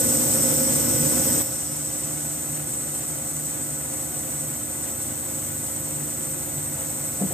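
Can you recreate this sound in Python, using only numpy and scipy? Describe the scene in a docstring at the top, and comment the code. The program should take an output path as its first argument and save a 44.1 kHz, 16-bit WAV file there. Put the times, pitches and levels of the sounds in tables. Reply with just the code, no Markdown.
"""A small workshop, a desktop laser cutter idling. Exhaust fan, two pumps and mains hum and beat
over rushing duct air; a thin air jet hisses, with a cluster of whistling resonances near 8 kHz.
The sound steps down after about 1.4 s. At the end a plastic sheet is put down: a few dull knocks."""
import sys
import numpy as np
from scipy import signal
from scipy.fft import rfft, irfft, next_fast_len
from scipy.io import wavfile

SR = 44100
rng = np.random.default_rng(int(sys.argv[2]) if len(sys.argv) > 2 else 0)


def dump_mix(stems):
    """Bounce the given channels to the path in sys.argv[1] as a 16-bit WAV at rate SR."""
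    frames = np.atleast_2d(stems).T  # one column per channel
    limited = np.clip(frames, -1, 1)  # hard clip at full scale
    pcm = np.round(limited * 32767).astype(np.int16)
    wavfile.write(sys.argv[1], SR, pcm)


N = 323601
TIME_S = np.arange(N) / SR
FFT_SIZE = next_fast_len(N)
BINS_HZ = np.maximum(np.fft.rfftfreq(FFT_SIZE, 1 / SR), 1)

FAN_HZ, AIR_PUMP_HZ, WATER_PUMP_HZ, MAINS_HZ = 74.75, 49.1, 66.6, 60
STEP_S, STEP_LENGTH_S = 1.42, 0.006
SINCE_STEP_S = np.maximum(TIME_S - STEP_S, 0)


def from_db(db):
    """Decibels to gain."""
    return np.exp(np.asarray(db) * (np.log(10) / 20))


def over_hz(points):
    """Curve interpolated over log frequency."""
    hz, value = np.transpose(points)
    return np.interp(np.log(BINS_HZ), np.log(hz), value)


def panned(pan_db):
    """Constant-power stereo gains; pan is left minus right."""
    gains = from_db(np.array([[.5], [-.5]]) * pan_db)
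    return gains / np.sqrt(np.mean(gains ** 2, axis=0))


def drift(rate_hz):
    """Slow random wander, standard deviation 1."""
    hop, settle = 100, 2000
    pole = np.exp(-2 * np.pi * rate_hz * hop / SR)
    noise = rng.standard_normal(N // hop + settle + 2)
    slow = signal.lfilter([1], [1, -2 * pole, pole * pole], noise)[settle:]
    return np.interp(np.arange(N) / hop, np.arange(len(slow)), slow / slow.std())


def resonances(modes):
    """Power density of steep-skirted peaks."""
    return sum(from_db(db) ** 2 / (1 + 2 * ((BINS_HZ - hz) / width_hz) ** 2) ** 2
               for hz, width_hz, db in modes)


def reflections(longest_s, ripple_db, count=60):
    """Spectral power ripple from echoes off nearby hard surfaces; mean 1."""
    delay, strength = rng.random((count, 2)).T
    echoes = np.zeros(FFT_SIZE)
    echoes[((.1 + delay) * longest_s * SR).astype(int)] = strength - .5
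    comb = rfft(echoes).real
    power = from_db(ripple_db * comb / comb.std()) ** 2
    return power / power.mean()


def turbulence(power, coherence, pan, left_phasor=1):
    """Stereo noise of given power density: shared direct part plus diffuse room part."""
    direct, *diffuse = rfft(rng.standard_normal((3, FFT_SIZE)))
    share = np.clip(over_hz(coherence), 0, 1)
    pair = np.sqrt(share) * np.array([direct * left_phasor, direct])
    pair += np.sqrt(1 - share) * np.array(diffuse)
    return irfft(pair * panned(over_hz(pan)) * np.sqrt(power * SR / 2), FFT_SIZE)[:, :N]


def motor(hz, orders, wander_hz, waver_db, roar_share=0):
    """Orders of one shaft of wandering speed; each wavers in level and shifts with the roar."""
    lag_s = np.array([[.00022], [0]])   # left, right
    turns = np.cumsum(hz + wander_hz * drift(1.61)) / SR - hz * lag_s
    out = 0
    for order, db, pan_db, roar_db in orders:
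        wave = np.sin(2 * np.pi * (order * turns + rng.random()))
        rms = from_db(db + roar_db * roar_share + waver_db * drift(3.5))
        out = out + np.sqrt(2) * rms * panned(pan_db) * wave
    return out


def hum(roar_share):
    """Fan, water pump, mains and small motors run at unrelated rates, so their orders beat."""
    # machine harmonics: order, level/dB, pan/dB, change in roar/dB
    fan_orders = [(1, -52, -2, 2), (3, -52, 7, 5.5), (4, -44, -8.5, 1), (6, -59.5, 12, -5),
                  (7, -51, 13, 6.5), (12, -64, -19, 5), (20, -61, 20, 4)]
    pump_orders = [(1, -56, 2, -5), (2, -54.5, -9, 3), (4, -58.5, 0, -2), (5, -53, 29, 1.5)]
    mains_orders = [(2, -52, -10, 1), (4, -51.5, -8, 5.5), (6, -56, 10, 2.5), (8, -67, -7, 13)]
    # small-motor whines: f/Hz, level/dB, pan/dB, change in roar/dB
    whine_tones = [(153.2, -57, -1, 0), (247.5, -52, 0, 8), (273, -62, 0, 4), (535.2, -49.5, -10, 3.5),
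                   (656.5, -59, 3, -14), (734.3, -56.5, 5, -4)]
    fan = motor(FAN_HZ, fan_orders, wander_hz=.04, waver_db=.8, roar_share=roar_share)
    pump = motor(WATER_PUMP_HZ, pump_orders, wander_hz=.08, waver_db=1.2, roar_share=roar_share)
    mains = motor(MAINS_HZ, mains_orders, wander_hz=0, waver_db=1, roar_share=roar_share)
    whines = sum(motor(hz, [(1, *levels)], wander_hz=.4, waver_db=2.2, roar_share=roar_share)
                 for hz, *levels in whine_tones)
    return fan + pump + mains + whines


def duct(roar_share):
    """Air rushes through fan and hose and rings the cabinet; roar stops at the step, sizzle fades."""
    # airflow spectrum: f/Hz, density/dB
    rush_spectrum = [(25, -89), (42, -85), (60, -82), (90, -75.5), (130, -62), (190, -72), (290, -67),
                     (420, -73.5), (560, -70), (760, -73.5), (1050, -77.5), (2000, -81.5), (2900, -89.5),
                     (3600, -84.5), (4400, -94), (16000, -178)]
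    # cabinet, roar and sizzle resonances: f/Hz, width/Hz, density/dB
    cabinet_modes = [(126, 14, -71), (151, 40, -67.5), (357, 18, -67.5), (842, 17, -76), (928, 21, -80),
                     (1320, 20, -72), (1490, 29, -74.5), (1834, 42, -78.5), (2002, 53, -76.5),
                     (2193, 41, -76.5), (2464, 44, -78.5), (2664, 48, -79), (2887, 33, -77),
                     (3120, 31, -77.5)]
    roar_modes = [(126, 16, -64), (171, 16, -63), (228, 40, -65.5), (270, 30, -60.5), (338, 22, -65),
                  (456, 34, -66), (500, 50, -68), (534, 18, -57.5), (568, 30, -65)]
    sizzle_modes = [(3200, 1400, -86), (4860, 130, -78), (5250, 150, -71.5), (5620, 120, -69.5),
                    (5790, 70, -73), (6150, 320, -73)]
    # left-right likeness: f/Hz, coherence/0-1
    coherence = [(60, .96), (190, .95), (320, .7), (480, .4), (700, .15), (1000, .2), (1300, .45),
                 (2200, .2), (3500, .3), (6000, .1)]
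    # balance: f/Hz, pan/dB
    pan = [(60, 3), (200, -1.5), (400, -13.5), (750, 2.5), (1300, 0.5), (4000, 1)]
    swell_start_s, swell_db_per_s, sizzle_fade_s = 3.3, .13, .78
    ripple = reflections(longest_s=.012, ripple_db=1.2)
    ripple = ripple ** np.minimum(BINS_HZ / 2000, 1)   # long waves bend round the clutter
    power = from_db(over_hz(rush_spectrum)) ** 2 * ripple + resonances(cabinet_modes)
    rush_db = .9 * drift(25) + swell_db_per_s * np.maximum(TIME_S - swell_start_s, 0)
    rush = turbulence(power, coherence, pan) * from_db(rush_db)
    roar_and_sizzle = turbulence(resonances(roar_modes) + resonances(sizzle_modes), coherence, pan)
    roar = signal.sosfiltfilt(signal.butter(2, 2000, fs=SR, output="sos"), roar_and_sizzle)
    sizzle = roar_and_sizzle - roar
    sizzle_share = np.maximum(roar_share, .98 * np.exp(-(SINCE_STEP_S / sizzle_fade_s) ** 2))
    return rush + roar_share * roar + sizzle_share * sizzle


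def air_jet(before_step):
    """Small fluttering jet: a point source, later and inverted on the left."""
    # broad hiss: f/Hz, density/dB
    hiss_spectrum = [(2000, -100), (4200, -84), (4800, -87.5), (5600, -79), (6000, -78.5), (6300, -72),
                     (7150, -69), (7560, -72), (8350, -66), (9300, -67.5), (9750, -70), (10300, -115.5),
                     (11400, -68.5), (13300, -74), (15100, -68)]
    # whistling resonances: f/Hz, width/Hz, density/dB
    whistle_modes = [(4380, 70, -83), (4610, 80, -81), (5240, 110, -81), (5610, 80, -76), (5790, 60, -76),
                     (7115, 30, -69), (7232, 36, -67), (7298, 34, -65), (7366, 22, -66), (7693, 30, -60),
                     (7843, 36, -55.5), (7919, 22, -62), (7983, 28, -54), (8094, 46, -56),
                     (8252, 38, -54.5), (8322, 30, -58), (8385, 26, -62), (8452, 40, -60),
                     (8620, 28, -60.5), (8812, 22, -63), (9002, 55, -63.5), (9620, 45, -66),
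                     (11580, 120, -73), (12620, 160, -70.5), (13500, 90, -71), (13660, 70, -69),
                     (14530, 90, -69), (15020, 70, -68)]
    # left-right likeness: f/Hz, coherence/0-1
    coherence = [(4000, .15), (6000, .33), (7500, .96), (8200, .98), (9000, .88), (11500, .92),
                 (15000, .92)]
    # balance: f/Hz, pan/dB
    pan = [(4000, 0.17), (7200, 1.8), (7700, 0.12), (15000, -0.028)]
    lag_s, start_db, sink_db, sink_s = .000192, .77, 1.75, 4
    linger_db, linger_s, dull_db, recovery_db_per_s = 10, .045, -4, .44
    ripple = reflections(longest_s=.014, ripple_db=1.7)
    power = from_db(over_hz(hiss_spectrum)) ** 2 * ripple + resonances(whistle_modes)
    hiss = turbulence(power, coherence, pan, left_phasor=-np.exp(-2j * np.pi * BINS_HZ * lag_s))
    top = signal.sosfiltfilt(signal.butter(6, 10500, "high", fs=SR, output="sos"), hiss)
    whistling = (hiss - top) * from_db(.77 * drift(21))
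    # top: -1 dB before the step; then lingers, dulls, slowly recovers
    after_db = linger_db * np.exp(-SINCE_STEP_S / linger_s) + dull_db + recovery_db_per_s * SINCE_STEP_S
    top_db = -1 * before_step + (1 - before_step) * after_db
    airy = top * from_db(top_db + .6 * drift(24))
    jet_db = start_db - sink_db * np.minimum(TIME_S / sink_s, 1)
    return (whistling + airy) * from_db(jet_db)


def throb():
    """Beat near 150 Hz: the air pump's third order slips one cycle per throb behind the fan's second."""
    # moments of fan and pump in phase: t/s, peak level/dB
    throbs = [(0.0, -33.5), (0.36, -35), (0.54, -29), (0.74, -35.5), (1.05, -25.5), (1.2, -38),
              (1.78, -38.5), (2.2, -35), (2.57, -34.5), (3.0, -40), (3.38, -37.5), (3.72, -37), (4.1, -42),
              (4.42, -35.5), (4.72, -43.5), (5.02, -46), (5.48, -39.5), (5.97, -34), (6.28, -40.5),
              (6.66, -36), (7.0, -41), (7.32, -32)]
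    times_s, peaks_db = np.transpose(throbs)
    envelope = from_db(np.interp(TIME_S, times_s, peaks_db))
    slip = np.interp(TIME_S, times_s, np.arange(len(throbs)))
    cycles = 2 * FAN_HZ * TIME_S + rng.random()
    pump_gain = from_db(-8.5)
    pair = np.sin(2 * np.pi * cycles) + pump_gain * np.sin(2 * np.pi * (cycles - slip))
    return envelope * pair / (1 + pump_gain) * panned(-1.3)


def air_pump():
    """Drone at twice the stroke rate; fades after the step, then returns."""
    # drone envelope: t/s, level/dB
    envelope = [(0.0, -42), (0.5, -58), (0.8, -49), (1.3, -49), (1.6, -60), (2.6, -60), (3.5, -63),
                (4.4, -51), (6.3, -49.5), (7.25, -46)]
    drone_db = np.interp(TIME_S, *np.transpose(envelope))
    return motor(AIR_PUMP_HZ, [(2, drone_db, -1.8, 0)], wander_hz=.17, waver_db=3)


def sheet_knocks():
    """Edge taps and soft flat thuds of a plastic sheet; each strikes every mode with its own strength."""
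    # impacts: t/s, level/dB, tilt/(dB/octave)
    impacts = [(7.202, -43, 17), (7.209, -29, 4), (7.219, -26, 6), (7.234, -25, -3), (7.2445, -29.5, 2),
               (7.299, -30.5, 8.5), (7.307, -30, 6), (7.324, -33, 6)]
    # struck modes: f/Hz, level/dB, t60/s
    modes = [(98, -12, 0.1), (133, -3, 0.06), (181, 3.5, 0.11), (252, -2, 0.046), (380, -8, 0.067),
             (444, -7.5, 0.061), (523, -6, 0.038), (720, -11.5, 0.03), (820, -19, 0.035), (960, -28, 0.034)]
    pivot_hz, spread_db = 300, 5
    times_s, impact_db, tilt_db_per_oct = np.transpose(impacts)
    onsets = (times_s * SR).astype(int)
    scatter_db = spread_db * rng.standard_normal((len(onsets), len(modes)))
    ringing = np.zeros(N)
    for k, (hz, db, t60_s) in enumerate(modes):
        clicks = np.full(N, 1e-18)   # floor avoids denormals
        tilt_db = tilt_db_per_oct * np.log2(hz / pivot_hz)
        clicks[onsets] = from_db(impact_db + db + tilt_db + scatter_db[:, k])
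        radius, angle = from_db(-60 / (t60_s * SR)), 2 * np.pi * hz / SR
        feedback = [1, -2 * radius * np.cos(angle), radius ** 2]
        ringing += (-1) ** k * signal.lfilter([0, np.sin(angle)], feedback, clicks)
    # small sheet: little bass; soft landing: no treble
    band = signal.butter(2, [85, 1600], "band", fs=SR, output="sos")
    return signal.sosfilt(band, ringing * panned(-.6))


def workshop(sound, t60_s, wet_db):
    """Adds a short diffuse room tail, different on each side."""
    age_s = np.arange(SR // 2) / SR
    tail = rng.standard_normal((2, len(age_s))) * from_db(-60 * age_s / t60_s)
    tail /= np.sqrt(np.sum(tail ** 2, axis=1, keepdims=True))
    return sound + from_db(wet_db) * signal.fftconvolve(sound, tail, axes=1)[:, :N]


def scene():
    """Hum, duct and jet step down together; throb, drone and knocks keep their own levels."""
    step_db, creep_db_per_s = 6.5, .2
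    before_step = np.clip(1 - SINCE_STEP_S / STEP_LENGTH_S, 0, 1)
    level_db = before_step * (step_db + creep_db_per_s * (TIME_S - STEP_S))
    machine = from_db(level_db) * (hum(before_step) + duct(before_step) + air_jet(before_step))
    return machine + throb() + air_pump() + workshop(sheet_knocks(), t60_s=.2, wet_db=-9)


def record(dry):
    """Microphone: bass roll-off below 50 Hz, steep cut above 15.2 kHz."""
    thin = signal.sosfilt(signal.butter(4, 50, "high", fs=SR, output="sos"), dry)
    return signal.sosfilt(signal.ellip(12, .1, 90, 15200, fs=SR, output="sos"), thin)


dry = scene()
out = record(dry)
dump_mix(out)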